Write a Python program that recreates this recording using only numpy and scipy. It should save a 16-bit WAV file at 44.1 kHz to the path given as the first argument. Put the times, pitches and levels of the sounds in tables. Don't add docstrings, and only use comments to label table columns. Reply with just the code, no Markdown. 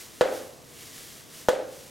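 import sys
import numpy as np
from scipy import signal
from scipy.fft import rfft, irfft
from scipy.io import wavfile
from scipy.ndimage import uniform_filter1d

SR = 44100
rng = np.random.default_rng(int(sys.argv[2]) if len(sys.argv) > 2 else 0)


def wav_out(sig):
    wavfile.write(sys.argv[1], SR, np.round(np.clip(np.atleast_2d(sig).T, -1, 1) * 32767).astype(np.int16))


N = 83790
TIME_S = np.arange(N) / SR
BIN_HZ = np.fft.rfftfreq(N, 1 / SR)


def undb(db):
    return 10 ** (np.asarray(db) / 20)


def at_hz(points, hz):
    table_hz, values = np.array(points, float).T
    return np.interp(np.log(np.maximum(hz, 1)), np.log(table_hz), values)


def noise(points):
    spectrum = rfft(rng.standard_normal(N))
    shaped = irfft(spectrum * undb(at_hz(points, BIN_HZ)), N)
    return shaped / shaped.std()


def wide_noise(points, side):
    difference = irfft(rfft(noise(points)) * undb(at_hz(side, BIN_HZ)), N)
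    return noise(points) + difference * np.array([[1], [-1]])


def click(points):
    log_spectrum = np.log(undb(at_hz(points, BIN_HZ)))
    cepstrum = irfft(log_spectrum, N)
    index = np.arange(N)
    fold = np.where(index < N // 2, 1 + np.sign(index), 0)
    return irfft(np.exp(rfft(cepstrum * fold)), N)


def brighten(x, db_per_octave):
    tilt = click([(2000, 0), (16000, 3 * db_per_octave)])
    return signal.fftconvolve(x, tilt[None, :256], axes=-1)[:, :N]


def pan(db):
    return undb(np.array([[db], [-db]]) / 2)


def fade(t60):
    return np.exp(-np.log(1000) * TIME_S / t60)


def rise(seconds):
    return 1 - np.exp(-TIME_S / seconds)


def late(x, seconds):
    k = max(int(seconds * SR), 0)
    silence = np.zeros(x.shape[:-1] + (k,))
    return np.concatenate([silence, x], axis=-1)[..., :N]


def mode(hz, db, t60):
    return -undb(db) * np.sin(2 * np.pi * hz * TIME_S) * fade(t60)


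# (f/Hz, side level/dB)
HUM_SPECTRUM = [(15, -48), (25, -20.5), (151, -1), (177, -8), (270, -4), (426, -8), (492, -5.5), (570, -17),
                (638, -7.5), (692, -13.5), (1200, -15), (1560, -37), (2640, -120)]
HUM_WIDTH = [(40, -11), (110, -6), (250, -4.5), (800, -3.5)]
HUM_DB, HUM_PAN_DB = -54, 0.5


def room_hum():
    return undb(HUM_DB) * pan(HUM_PAN_DB) * wide_noise(HUM_SPECTRUM, HUM_WIDTH)


# (f/Hz, side level/dB)
HISS_SPECTRUM = [(600, -10), (1200, 3), (3000, 2), (7000, 3), (11000, -9), (16000, -10)]
HISS_WIDTH = [(1200, 1.5), (2400, -4.5), (4400, -38), (8000, -35), (15000, -27)]
HISS_DB = -58.5


def microphone_hiss():
    return undb(HISS_DB) * wide_noise(HISS_SPECTRUM, HISS_WIDTH)


# (t/s, level/dB)
SWISH_COURSE = [(0, -42), (.094, -50), (.17, -49.5), (.26, -50.5), (0.318, -46), (0.356, -42), (.43, -48),
                (.52, -53.5), (.61, -57), (.72, -51.5), (.81, -45.5), (.9, -47), (.99, -44), (1.1, -46.5),
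                (1.19, -48.5), (1.27, -54), (1.35, -45.5), (1.41, -45.5), (1.47, -50.5), (1.62, -56),
                (1.75, -49.5), (1.83, -48.5), (1.9, -52)]
# (f/Hz, side level/dB)
SWISH_SPECTRUM = [(530, -5), (900, -14), (1120, -7.5), (1370, -6.5), (2020, -0.5), (2510, -4.5), (2930, -1),
                  (4180, -2.5), (5840, -1.5), (12100, -5), (15500, -11)]
SWISH_WIDTH = [(1200, -3), (2400, -27), (4400, -56), (6500, -77), (8100, -8.5), (10500, -12), (15000, -43)]
GRAIN_DB, GRAIN_SAMPLES = 1.0, 120


def swish():
    course_s, course_db = np.array(SWISH_COURSE).T
    grain = uniform_filter1d(rng.standard_normal(N), size=GRAIN_SAMPLES)
    level_db = np.interp(TIME_S, course_s, course_db) + GRAIN_DB * grain / grain.std()
    return undb(level_db) * wide_noise(SWISH_SPECTRUM, SWISH_WIDTH)


# (f/Hz, side level/dB)
TAIL_SPECTRUM = [(50, -25), (150, -26), (320, -5), (500, -7), (790, -7), (1000, -17), (1500, -15.5),
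                 (2300, -22.5), (3400, -22.5), (5000, -26.5), (8000, -29), (16000, -43.5)]
TAIL_WIDTH = [(100, -19), (400, -10), (800, -5), (1500, -8), (2500, -14), (4500, -84), (8000, -13),
              (15000, -27)]
# (f/Hz, t60/s)
TAIL_BUILD_UP = [(125, 0.052), (500, 0.086), (1000, 0.004), (2000, 0.0015), (8000, 0.00067)]
TAIL_DECAY = [(100, 0.54), (500, 0.69), (1500, 0.64), (3500, 0.48), (7000, 0.39), (14000, 0.2)]
TAIL_DB = -21.5


def tail():
    spectrum = rfft(wide_noise(TAIL_SPECTRUM, TAIL_WIDTH))
    octave = np.log2(np.clip(BIN_HZ, 128, 16384))
    out = 0
    for k in range(7, 15):
        weight = np.maximum(1 - abs(octave - k), 0)
        band = irfft(spectrum * weight, N)
        build_up = rise(at_hz(TAIL_BUILD_UP, 2 ** k))
        out = out + band * build_up * fade(at_hz(TAIL_DECAY, 2 ** k))
    return undb(TAIL_DB) * out


# (f/Hz, level/dB, t60/s, L-R/dB)
RINGING_NOTES = [(395, -42, 0.95, -4), (419, -35, 0.47, 6), (428.5, -29.5, 0.64, 1), (483, -28.5, 0.8, -4),
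                 (512, -23, 0.68, 3), (517, -38.5, 0.95, 0), (536, -20, 0.57, -9.5),
                 (532.4, -27.5, 0.47, 3), (578, -30.5, 0.86, 4), (598, -37.5, 1, -3), (650, -41, 0.37, -10),
                 (700, -45, 1, -7), (776, -38, 0.69, 1), (930, -46.5, 0.8, -6)]
RING_RISE_S = 0.071


def ringing():
    notes = sum(pan(pan_db) * mode(hz, db, t60) for hz, db, t60, pan_db in RINGING_NOTES)
    return rise(RING_RISE_S) * notes


# (delay t/s, level/dB, L-R/dB)
WALL_ECHOES = [(.0081, -12.5, -18.5), (.0140, -10.5, 16.5), (.0162, -22.5, -25), (.0222, -10, -3),
               (0.039, -32, 19), (.0469, -11.5, 5), (0.052, -17, -2), (.0587, -20.5, 2),
               (0.0731, -19.5, -2), (0.0763, -23, -8), (.0882, -30, 7), (.1036, -17.5, 0),
               (.1131, -15.5, -2), (.1151, -23, 0), (0.1283, -25, 4), (.1368, -19.5, -1), (.1463, -24, -5)]
ECHO_HZ, ECHO_Q, ECHO_DB = 510, 1.78, 0.5


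def echoes(direct):
    first_s = WALL_ECHOES[0][0]
    ratio = BIN_HZ / ECHO_HZ
    band_pass = ratio / np.hypot(ratio, ECHO_Q * (ratio ** 2 - 1))
    hollow = undb(ECHO_DB) * irfft(rfft(late(direct, first_s)) * band_pass, N)
    return sum(undb(db) * pan(pan_db) * late(hollow, s - first_s) for s, db, pan_db in WALL_ECHOES)


def thump(db):
    return mode(95, -41 + db, 0.0053)


# (f/Hz, t60/s, level at first dart's spot/dB, at second's/dB)
BOARD_MODES = [(522.5, 0.022, 5, 4), (303, 0.012, -14, -11), (853, 0.015, -13, -23.5),
               (925, 0.022, -20, -8), (1386, 0.01, -13.5, -9), (1725, 0.02, -16, -29),
               (2640, .02, -24.5, -34), (3156, 0.012, -17, -18.5), (3850, .018, -17, -40),
               (5740, 0.024, -45, -26)]
KNOCK_RISE_S = 0.0015
MUTE_DB, MUTE_S = -5.5, 0.003


def board(spot, snap_s):
    knock, *others = [mode(hz, db[spot], t60) for hz, t60, *db in BOARD_MODES]
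    mute = undb(MUTE_DB * late(rise(MUTE_S), snap_s))
    return knock * rise(KNOCK_RISE_S) * mute - sum(others)


# (f/Hz, relative level per Hz/dB)
TICK_SPECTRUM = [(300, 9.5), (1200, 0.5), (2300, -11), (3400, -3), (4700, -10), (6200, -1), (9000, -20),
                 (11500, -1), (16000, -15)]
TICK_DB = -6
SCRAPE_DB, SCRAPE_T60_S = -22.5, 0.0039


def rim_tick(db):
    scrape = undb(SCRAPE_DB) * noise(TICK_SPECTRUM) * fade(SCRAPE_T60_S)
    return undb(db) * (undb(TICK_DB) * click(TICK_SPECTRUM) + scrape)


# (f/Hz, relative level per Hz/dB)
SNAP_SPECTRUM = [(200, -1), (700, 0), (1500, 8), (2300, -8.5), (3300, 0.5), (4700, -12.5), (6200, -12),
                 (8000, -9), (10500, -18), (16000, -20)]
SNAP_DB, SNAP_T60_S = -11, 0.024


def flat_snap(db):
    return undb(SNAP_DB + db) * noise(SNAP_SPECTRUM) * fade(SNAP_T60_S)


def clack(spot, tick_db, snap_db, snap_s):
    return board(spot, snap_s) - rim_tick(tick_db) + late(flat_snap(snap_db), snap_s)


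# (t/s, level/dB; thump, tick and snap offsets/dB; snap delay/s; tail offset/dB; treble tilt/dB per octave)
DART_HITS = [(0.2101, -4, -18, 5, -2, 0.0047, 1, -2.5), (1.4857, -4, 7, 3, -3.5, 0.0046, -2, 0.5)]


def darts():
    out, rings, diffuse = 0, ringing(), tail()
    for spot, hit_settings in enumerate(DART_HITS):
        s, db, thump_db, tick_db, snap_db, snap_s, tail_db, treble_db = hit_settings
        direct = clack(spot, tick_db, snap_db, snap_s)
        room = echoes(direct) + rings + undb(tail_db) * diffuse
        hit = direct - thump(thump_db) + room
        out = out + undb(db) * late(brighten(hit, treble_db), s)
    return out


def scene():
    return room_hum() + microphone_hiss() + swish() + darts()


def record(dry):
    low_pass = signal.ellip(10, .2, 80, 16000, fs=SR, output="sos")
    return signal.sosfilt(low_pass, dry)


dry = scene()
out = record(dry)
wav_out(out)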